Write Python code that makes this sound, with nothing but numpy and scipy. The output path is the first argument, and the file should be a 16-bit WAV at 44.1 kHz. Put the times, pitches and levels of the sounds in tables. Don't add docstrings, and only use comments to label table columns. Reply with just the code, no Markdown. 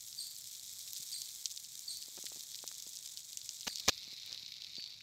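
import sys
import numpy as np
from scipy import signal
from scipy.fft import rfft, irfft, next_fast_len
from scipy.io import wavfile
from scipy.ndimage import uniform_filter1d, map_coordinates

SR = 44100
rng = np.random.default_rng(int(sys.argv[2]) if len(sys.argv) > 2 else 0)


def output_pcm(signal):
    pcm = np.clip(np.atleast_2d(signal).T, -1, 1) * 32767
    wavfile.write(sys.argv[1], SR, np.round(pcm).astype(np.int16))


def level_to_linear(level):
    exponent = np.asarray(level, float) / 20
    return 10 ** exponent


N = 221776


def unit(x):
    return x / np.sqrt(np.mean(x ** 2) + 1e-20)


def noise():
    return rng.standard_normal(N)


def along(points, hz):
    f, v = np.transpose(points)
    return np.interp(np.log(hz + 1), np.log(f + 1), v)


def curves(rows, size=N):
    s, *columns = np.transpose(rows)
    return [np.interp(np.arange(size) / SR, s, column) for column in columns]


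def wobble(rate):
    knots = rng.standard_normal(int(N * rate / SR) + 4)
    return map_coordinates(knots, [np.arange(N) * rate / SR])


def filtered(x, response):
    m = next_fast_len(N + SR // 2)
    return irfft(rfft(x, m) * response(np.fft.rfftfreq(m, 1 / SR)), m)[..., :N]


def butter(x, order, hz, kind="low"):
    return signal.sosfilt(signal.butter(order, hz, kind, fs=SR, output="sos"), x)


def coloured(x, spectrum):
    cepstrum = irfft(np.log(level_to_linear(along(spectrum, np.fft.rfftfreq(4096, 1 / SR))) + 1e-6))
    cepstrum[1:2048] *= 2
    cepstrum[2049:] = 0
    response = irfft(np.exp(rfft(cepstrum)))[:2048]
    return signal.fftconvolve(x, response)[:len(x)]


# start_s, level_db
VIGOUR = [(0.0, -55.5), (0.27, -53), (0.55, -54.5), (1.12, -50.5), (1.69, -55.5), (1.89, -52.5),
          (2.13, -53.5), (2.23, -52), (3.4, -55), (3.73, -51.5), (3.84, -49.5), (4.41, -52), (4.92, -53.5),
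          (5.03, -58.5)]


def frying_vigour():
    return curves(VIGOUR)[0]


# start_s, covered_share (0-1)
HAND_COVER = [
    (0, 0.26),
    (3.55, 0.28),
    (3.7, 0.41),
    (3.86, 0.64),
    (3.92, 0.91),
    (4.3, 0.96),
    (4.65, 1),
    (5.03, 1),
]


def hand_cover():
    return curves(HAND_COVER)[0]


# pitch_hz, level_db per Hz
OPEN_PORT = [(710, -58.5), (1200, -25.5), (1900, -15.5), (2830, -10.5), (3360, 2), (6950, 6.5), (8080, 2.5),
             (9610, -13.5), (12700, -15.5), (16000, -18)]
# pitch_hz, level_db per Hz
COVERED_PORT = [(710, -44.5), (1200, -50), (1850, -23), (2230, -11), (3180, -17), (3740, -1.5), (4130, -2),
                (5780, -11.5), (9210, -28.5), (12900, -21), (16000, -30.5)]


def at_port(x):
    def levelled(v):
        main_band = filtered(v, lambda hz: (hz > 3200) & (hz < 6000))
        return v / np.std(main_band)

    cover = hand_cover()
    return (1 - cover) * levelled(coloured(x, OPEN_PORT)) + cover * levelled(coloured(x, COVERED_PORT))


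def ticks(per_second, spread_db, clump_db, clump_rate):
    moment, luck, direction = rng.random((3, N))
    size_db = np.minimum(-spread_db * np.log(luck + 1e-9), 15) + clump_db * wobble(clump_rate)
    return unit((moment < per_second / SR) * np.sign(direction - .5) * level_to_linear(size_db))


def patchy(x, depth_db):
    t, z = signal.stft(x, SR, nperseg=256)[1:]
    field = uniform_filter1d(rng.standard_normal(z.shape), size=8, axis=0)
    field = unit(uniform_filter1d(field, size=5, axis=1))
    depth = np.interp(t, np.arange(N) / SR, depth_db)
    return signal.istft(z * level_to_linear(-depth * abs(field)), SR, nperseg=256)[1][:N]


# pitch_hz, sharpness_q
POCKET_SIZES = [
    (3700, 1.85),
    (5400, 4.2),
    (7400, 7.3),
    (12500, 1.9),
]


def sizzle():
    cover, body_db = hand_cover(), frying_vigour()
    spray_db = body_db - 2.5 - 1.15 * np.arange(N) / SR - 15 * cover
    clumps = level_to_linear(np.minimum(1.1 * wobble(90), 1.5) + 0.3 * wobble(10))
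    bed = clumps * noise()
    bursts = level_to_linear(-1.0) * ticks(per_second=720, spread_db=3.0, clump_db=4.0, clump_rate=120)
    for hz, q in POCKET_SIZES:
        b, a = signal.iirpeak(hz, max(q, .3), SR)
        pushes = ticks(per_second=420, spread_db=5.0, clump_db=1.0, clump_rate=29)
        bursts = bursts + 1.48 * signal.lfilter(b, a, pushes)
    fading = signal.lfilter([1], [1, -level_to_linear(-120 / (0.006 * SR))], bursts ** 2)
    bursts = clumps ** 0.5 * (bursts + 0.2 * np.sqrt(fading) * noise())
    sound = at_port(level_to_linear(-7.0) * unit(bed) + unit(bursts))
    spray = filtered(sound, lambda hz: 1 / (1 + (9000 / (hz + 1)) ** 12))
    slow_level = np.sqrt(abs(uniform_filter1d(spray ** 2, size=SR // 5, mode="reflect")))
    patches = patchy(spray / slow_level, 2 + 3 * cover)
    return level_to_linear(body_db) * (sound - spray) + level_to_linear(spray_db + 7.5) * patches


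def minor_spits():
    per_second = 34
    count = int(per_second * N / SR)
    s = (np.arange(count) + rng.random(count)) / per_second
    size, pitch, spray = np.clip(rng.standard_normal((count, 3)), -1.6, 1.6).T
    cover = hand_cover()[(s * SR).astype(int)]
    hz = (6500 + (4440 - 6500) * cover) * np.exp(0.087 * pitch)
    return np.transpose([s + .001, -41 + 3 * size, hz, -30 + 2 * spray - 29 * cover])


# start_s, peak level_db, pocket pitch_hz,
# spray_db
DISTINCT_SPITS = [(0.0074, -32.0, 7100.0, -16), (0.0819, -34.0, 6050.0, -19), (0.0844, -31.5, 6640.0, -9),
                  (0.1285, -32.0, 4780.0, -15), (0.1495, -33.5, 6250.0, -10), (0.3655, -32.5, 5610.0, -31),
                  (0.3853, -35.5, 7860.0, -18), (0.443, -33.0, 6210.0, -11), (0.4744, -34.5, 6710.0, -9),
                  (0.5508, -35.5, 4780.0, -18), (0.5547, -33.0, 6230.0, -19), (0.634, -33.0, 6220.0, -12),
                  (0.6522, -33.5, 7140.0, -15), (0.6793, -33.0, 6130.0, -15), (0.8084, -32.0, 5860.0, -14),
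                  (0.8775, -30.5, 5370.0, -10), (0.9068, -32.5, 7140.0, -7), (0.9334, -28.0, 5710.0, -1),
                  (0.9648, -30.0, 4930.0, -14), (0.9699, -27.0, 7290.0, -16), (1.0087, -32.0, 6880.0, -16),
                  (1.0317, -30.5, 7090.0, -7), (1.0751, -30.0, 7340.0, -11), (1.1299, -26.0, 7350.0, -11),
                  (1.2188, -21.5, 6620.0, -9), (1.2587, -30.0, 6060.0, -20), (1.3506, -33.5, 7240.0, -16),
                  (1.3597, -32.0, 6860.0, -16), (1.4142, -31.5, 7230.0, -10), (1.4433, -32.0, 6710.0, -10),
                  (1.4576, -14.0, 5450.0, -21), (1.4605, -28.5, 5720.0, -18), (1.5032, -33.0, 6050.0, -7),
                  (1.512, -31.0, 5710.0, -9), (1.5163, -30.0, 6330.0, -10), (1.5225, -30.0, 6540.0, -12),
                  (1.5629, -29.5, 7060.0, -10), (1.5719, -33.5, 5630.0, -12), (1.5757, -26.5, 4700.0, -16),
                  (1.6007, -34.0, 6940.0, -7), (1.6441, -31.5, 6180.0, -11), (1.6488, -33.5, 5170.0, -16),
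                  (1.778, -32.0, 7130.0, -16), (1.7934, -29.5, 6420.0, -6), (1.8204, -36.0, 7250.0, -12),
                  (1.9715, -29.0, 6040.0, -2), (2.0259, -28.0, 5200.0, -18), (2.1697, -30.5, 6030.0, -10),
                  (2.19, -34.0, 6300.0, -16), (2.2272, -27.5, 6690.0, -11),
                  (3.5454, -31.0, 6510.0, -13), (3.5667, -34.5, 5660.0, -16), (3.6091, -28.5, 6050.0, -16),
              (3.6138, -34.0, 5250.0, -11), (3.6316, -32.0, 4080.0, -26), (3.7582, -21.5, 5210.0, -11),
              (3.7727, -24.5, 4820.0, -26), (3.7838, -26.5, 5140.0, -17), (3.7984, -24.0, 4960.0, -26),
              (3.8014, -26.0, 4370.0, -9), (3.8855, -10.5, 5340.0, -25), (3.8937, -11.5, 4240.0, -21),
              (3.9789, -29.5, 4760.0, -18), (4.0156, -35.0, 4380.0, -22), (4.0321, -33.0, 4230.0, -27),
              (4.0422, -34.0, 4920.0, -29), (4.1141, -32.5, 4480.0, -13), (4.1656, -34.5, 5010.0, -21),
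              (4.1798, -33.5, 4090.0, -22), (4.1992, -33.5, 5170.0, -22), (4.2327, -33.5, 4060.0, -28),
              (4.2626, -33.0, 4020.0, -6), (4.2774, -33.0, 4160.0, -25), (4.2946, -36.5, 5080.0, -24),
              (4.3122, -34.5, 4740.0, -20), (4.3202, -34.0, 5360.0, -19), (4.3283, -24.0, 4810.0, -23),
              (4.3463, -30.5, 4180.0, -11), (4.3494, -35.0, 4310.0, -21), (4.377, -28.0, 4030.0, -26),
              (4.3964, -33.5, 4450.0, -23), (4.4268, -35.0, 4190.0, -26), (4.4308, -35.5, 4390.0, -30),
              (4.4626, -30.0, 4330.0, -35), (4.4807, -33.5, 4550.0, -35), (4.5213, -38.0, 4270.0, -26),
              (4.5405, -33.0, 4160.0, -28), (4.5673, -34.0, 4440.0, -26), (4.583, -35.5, 4310.0, -26),
              (4.6114, -38.0, 4270.0, -32), (4.6209, -26.5, 4150.0, -25), (4.6385, -33.5, 4320.0, -26),
              (4.6463, -29.5, 4210.0, -27), (4.7548, -30.0, 4560.0, -46), (4.767, -27.5, 4100.0, -24),
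              (4.8243, -30.5, 4220.0, -34), (4.841, -26.5, 4300.0, -22), (4.8758, -34.0, 4320.0, -29),
              (4.9237, -37.5, 4160.0, -21),
                  (2.2426, -31.0, 6740.0, -13), (2.2559, -27.5, 6280.0, -4), (2.2619, -30.0, 6690.0, -10),
                (2.2649, -30.0, 5360.0, -15), (2.2672, -27.0, 4350.0, -15), (2.3, -32.0, 6110.0, -22),
                (2.3282, -33.0, 7040.0, -17), (2.359, -31.5, 6200.0, -26), (2.4085, -29.0, 5450.0, -5),
                (2.546, -26.5, 4610.0, -27), (2.5562, -29.0, 5220.0, -13), (2.59, -31.0, 3920.0, -14),
                (2.6297, -30.0, 6580.0, -15), (2.677, -23.0, 6140.0, -14), (2.6805, -35.0, 7340.0, -10),
                (2.69, -31.0, 6480.0, -26), (2.7154, -31.0, 6850.0, -11), (2.7434, -31.0, 6700.0, -18),
                (2.7519, -31.5, 5620.0, -11), (2.8015, -29.0, 6160.0, -13), (2.8238, -28.0, 6010.0, -9),
                (2.8648, -34.5, 5060.0, -22), (2.8928, -35.5, 6820.0, -4), (2.9232, -35.0, 6070.0, -7),
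                (2.9339, -33.5, 6380.0, -20), (2.9552, -32.5, 6450.0, -4), (2.9603, -29.5, 6610.0, -13),
                (2.9663, -30.5, 7430.0, -13), (2.9714, -27.0, 5550.0, -18), (2.9894, -28.5, 6950.0, -19),
                (3.0273, -32.0, 6530.0, -19), (3.0607, -31.5, 5160.0, -28), (3.0634, -32.5, 6150.0, -26),
                (3.0762, -32.5, 5520.0, -5), (3.1217, -33.0, 7270.0, -7), (3.1266, -36.0, 6900.0, -10),
                (3.1395, -34.5, 6530.0, -13), (3.1456, -36.5, 7140.0, -8), (3.1737, -26.5, 4800.0, -9),
                (3.1793, -32.0, 6550.0, -13), (3.1934, -33.0, 6250.0, -7), (3.2322, -36.0, 6370.0, -20),
                (3.322, -33.0, 6920.0, -15), (3.3311, -30.0, 4810.0, -4), (3.3729, -21.0, 6660.0, -9),
                (3.4157, -30.0, 4800.0, -38), (3.4605, -32.0, 6670.0, -14), (3.4922, -22.5, 5920.0, -19),
                (3.5098, -31.5, 6740.0, -23)]


def spits():
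    body, mist, t = np.zeros(N + SR), np.zeros(N + SR), np.arange(600) / SR
    pockets = [*DISTINCT_SPITS, *minor_spits()]
    hisses = rng.standard_normal((len(pockets), 3, len(t)))
    for (s, db, hz, spray_db), hiss in zip(pockets, hisses):
        swing = t * hz / 0.6
        tone = np.sin(2 * np.pi * hz * t)
        cavity = tone * swing * np.exp(1 - swing)
        landing_db = np.minimum(20 * uniform_filter1d(hiss[2], size=30), 3)
        scatter = uniform_filter1d(hiss[1], size=8) * level_to_linear(landing_db)
        drops = level_to_linear(-8.5) * scatter * tone * level_to_linear(-60 * t / 0.032)
        spray = np.sign(hiss[0]) * (level_to_linear(-60 * t / 0.0012) + 0.12 * level_to_linear(-60 * t / 0.009))
        start = round((s - .0003) * SR)
        body[start:][:len(t)] += level_to_linear(db + 2.2) * (cavity + drops)
        mist[start:][:len(t)] += level_to_linear(db + spray_db + 3.5) * spray
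    cover = hand_cover()
    free, shaded = butter(body, 3, 9700)[:N], butter(body, 3, 6770)[:N]
    body = butter((1 - cover) * free + cover * shaded, 5, 2900, "high")
    return body + butter(mist, 4, 8800, "high")[:N]


# start_s, level_db, pitch_hz
BUBBLES = [
    (1.143, -60, 2000),
    (1.162, -63, 1810),
    (2.2668, -56.5, 1810),
    (2.546, -63.5, 1780),
    (4.797, -56, 2220),
    (5.008, -57, 2250),
    (5.024, -58, 2160),
    (3.699, -58, 1660),
]


def blisters():
    out, t = np.zeros(N + SR), np.arange(900) / SR
    for s, db, hz in BUBBLES:
        rough = 1 + 3 * uniform_filter1d(rng.standard_normal(len(t)), size=24)
        envelope = level_to_linear(-60 * t / 0.036) * (1 - np.exp(-t / 0.000055))
        ring = rough * np.sin(2 * np.pi * hz * t * (1 + 30 * t)) * envelope
        out[round((s - .0015) * SR):][:len(t)] += level_to_linear(db + 9.0) * ring
    return butter(out, 4, 1500, "high")[:N]


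# start_s (at the peak), level_db, sharpness_hz
FINGER_TAPS = [(1.001, -51.5, 145), (2.0843, -49, 423), (2.1543, -61, 300), (2.1773, -42, 492),
               (2.1829, -49, 496), (2.1882, -42, 403), (2.241, -43.5, 404), (2.3207, -41.5, 650),
               (2.3613, -49, 395), (2.3721, -50, 295), (2.6408, -35, 720), (2.7152, -36.5, 1950),
               (2.868, -48, 400), (3.675, -43, 226), (3.891, -33.5, 118), (4.0788, -49.5, 205),
               (4.1302, -51, 296), (4.322, -53, 140), (4.4334, -53, 150), (4.7833, -43.5, 250)]


def taps():
    out, t = np.zeros(N + SR), np.arange(-700, 700) / SR
    cover = hand_cover()
    for s, db, hz in FINGER_TAPS:
        way = np.sign(cover[round(s * SR)] - .5)
        u = t * hz * 3.03
        push = level_to_linear(db) * (1 - 1.34 * abs(u) ** 0.92) * np.exp(-abs(u) ** 1.42)
        out[round(s * SR) - 700:][:len(t)] += way * push
    return butter(out, 2, 105, "high")[:N]


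# start_s, rise_s, hold_s, level_db
DRAGS = [
    (3.668, .010, .004, -31),
    (3.8793, .0055, .0135, -23.5),
    (4.28, .04, .04, -59),
    (2.173, .009, .004, -54),
    (2.32, .04, .03, -67),
]
# pitch_hz, level_db per Hz
RASP_COLOUR = [(35, -30), (60, -3.5), (636, -4), (1200, -6.5), (2710, -3), (5210, -6), (6430, -2),
               (9350, -25.5), (16000, -18.5)]


def scrapes():
    slips = unit(coloured(level_to_linear(2.5 * wobble(700)) * noise(), RASP_COLOUR))
    out = np.zeros(N)
    for s, rise, hold, db in DRAGS:
        end = s + rise + hold
        level_db, = curves([(s - rise / 2, -140), (s, db - 8), (s + rise, db), (end, db - 6),
                            (end + 0.2 * rise, db - 61), (end + 1.7 * rise, -140)])
        out += slips * level_to_linear(level_db)
    return out


# start_s, first pitch_hz, last pitch_hz, level_db
BIRD_CHIRPS = [
    (0.17, 4980, 4070, -43.5),
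    (1.113, 5000, 4010, -43),
    (1.867, 4850, 4034, -42),
    (3.676, 5020, 4180, -44),
    (4.766, 4800, 4270, -44.5),
]
# start_s, tone level_db, octave level_db
CHIRP_SHAPE = [
    (0, -20.5, -51),
    (.012, -2, -48),
    (.028, -8.5, -0.5),
    (.04, -4, 0.5),
    (.052, -40, -29),
]
# pitch_hz, t60_s
TREE_ECHOES = [
    (2000, .6),
    (4500, .6),
    (9000, .25),
]


def bird():
    dry, size = np.zeros(N + SR), 2800
    tone_db, octave_db = curves(CHIRP_SHAPE, size=size)
    cover = hand_cover()
    fall = np.clip(np.arange(size) / SR / .042, 0, 1) ** .9
    for s, first_hz, last_hz, db in BIRD_CHIRPS:
        start = round(s * SR)
        phase = 2 * np.pi * np.cumsum(first_hz + (last_hz - first_hz) * fall) / SR
        shade_db = 80 * np.maximum(cover[start] - .2, 0)
        octave = level_to_linear(octave_db - shade_db) * np.sin(2 * phase)
        dry[start:][:size] += level_to_linear(db + 2.5) * (level_to_linear(tone_db) * np.sin(phase) + octave)
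    dry = dry[:N] * level_to_linear(2.2 * wobble(400))
    hz, t, z = signal.stft(rng.standard_normal(SR // 2), SR, nperseg=256)
    tail = signal.istft(z * level_to_linear(-60 * t / along(TREE_ECHOES, hz)[:, None]), SR, nperseg=256)[1]
    echoes = signal.fftconvolve(dry, tail / np.linalg.norm(tail))[:N]
    rustle = .95 + .2 * wobble(600)
    trunk = level_to_linear(-7.5) * np.roll(dry, round(.038 * SR))
    return level_to_linear(0.5) * (dry + trunk) + level_to_linear(2.5) * rustle * echoes


# pitch_hz, level_db per Hz
AIR_COLOUR = [(15, -45), (25, -10.5), (112, 6), (257, -4), (386, -10.5), (954, -12.5), (2400, -10.5),
              (5500, -120)]


def fire():
    vigour_db = frying_vigour()
    rumble_db = -80.5 + 4.5 * hand_cover()
    murmur_db = -77.5 + 0.66 * (vigour_db - vigour_db.mean())

    def air(hz):
        return level_to_linear(along(AIR_COLOUR, hz))

    low = filtered(noise(), lambda hz: air(hz) / (1 + (hz / 260) ** 4))
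    mid = filtered(noise(), lambda hz: air(hz) / (1 + (260 / (hz + 1)) ** 4))
    flutter_db, stir_db = 1.8 * wobble(25), 1.2 * wobble(30)
    return level_to_linear(rumble_db + 2.0 + flutter_db) * unit(low) + level_to_linear(murmur_db + 1.0 + stir_db) * unit(mid)


def scene():
    mono = sizzle() + spits() + blisters() + taps() + scrapes() + bird() + fire()
    return np.tile(mono, (2, 1))


def top_cut(x):
    return signal.sosfilt(signal.butter(12, 16830, fs=SR, output="sos"), x)


# pitch_hz, level_db per Hz
HISS_COLOUR = [(25, -1), (60, -3.5), (500, -12), (1200, -15.5), (3000, -10), (6000, -15), (10000, -15),
               (15000, -13)]


def record(dry):
    top_hz = 15750
    mid = filtered(dry[0], lambda hz: 1 / (1 + (hz / top_hz) ** 200))
    hiss = filtered(noise(), lambda hz: level_to_linear(along(HISS_COLOUR, hz)) * (hz < top_hz))
    side = level_to_linear(-81.5) * unit(hiss)
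    return top_cut(np.array([mid + side, mid - side]))


dry = scene()
out = record(dry)
output_pcm(out)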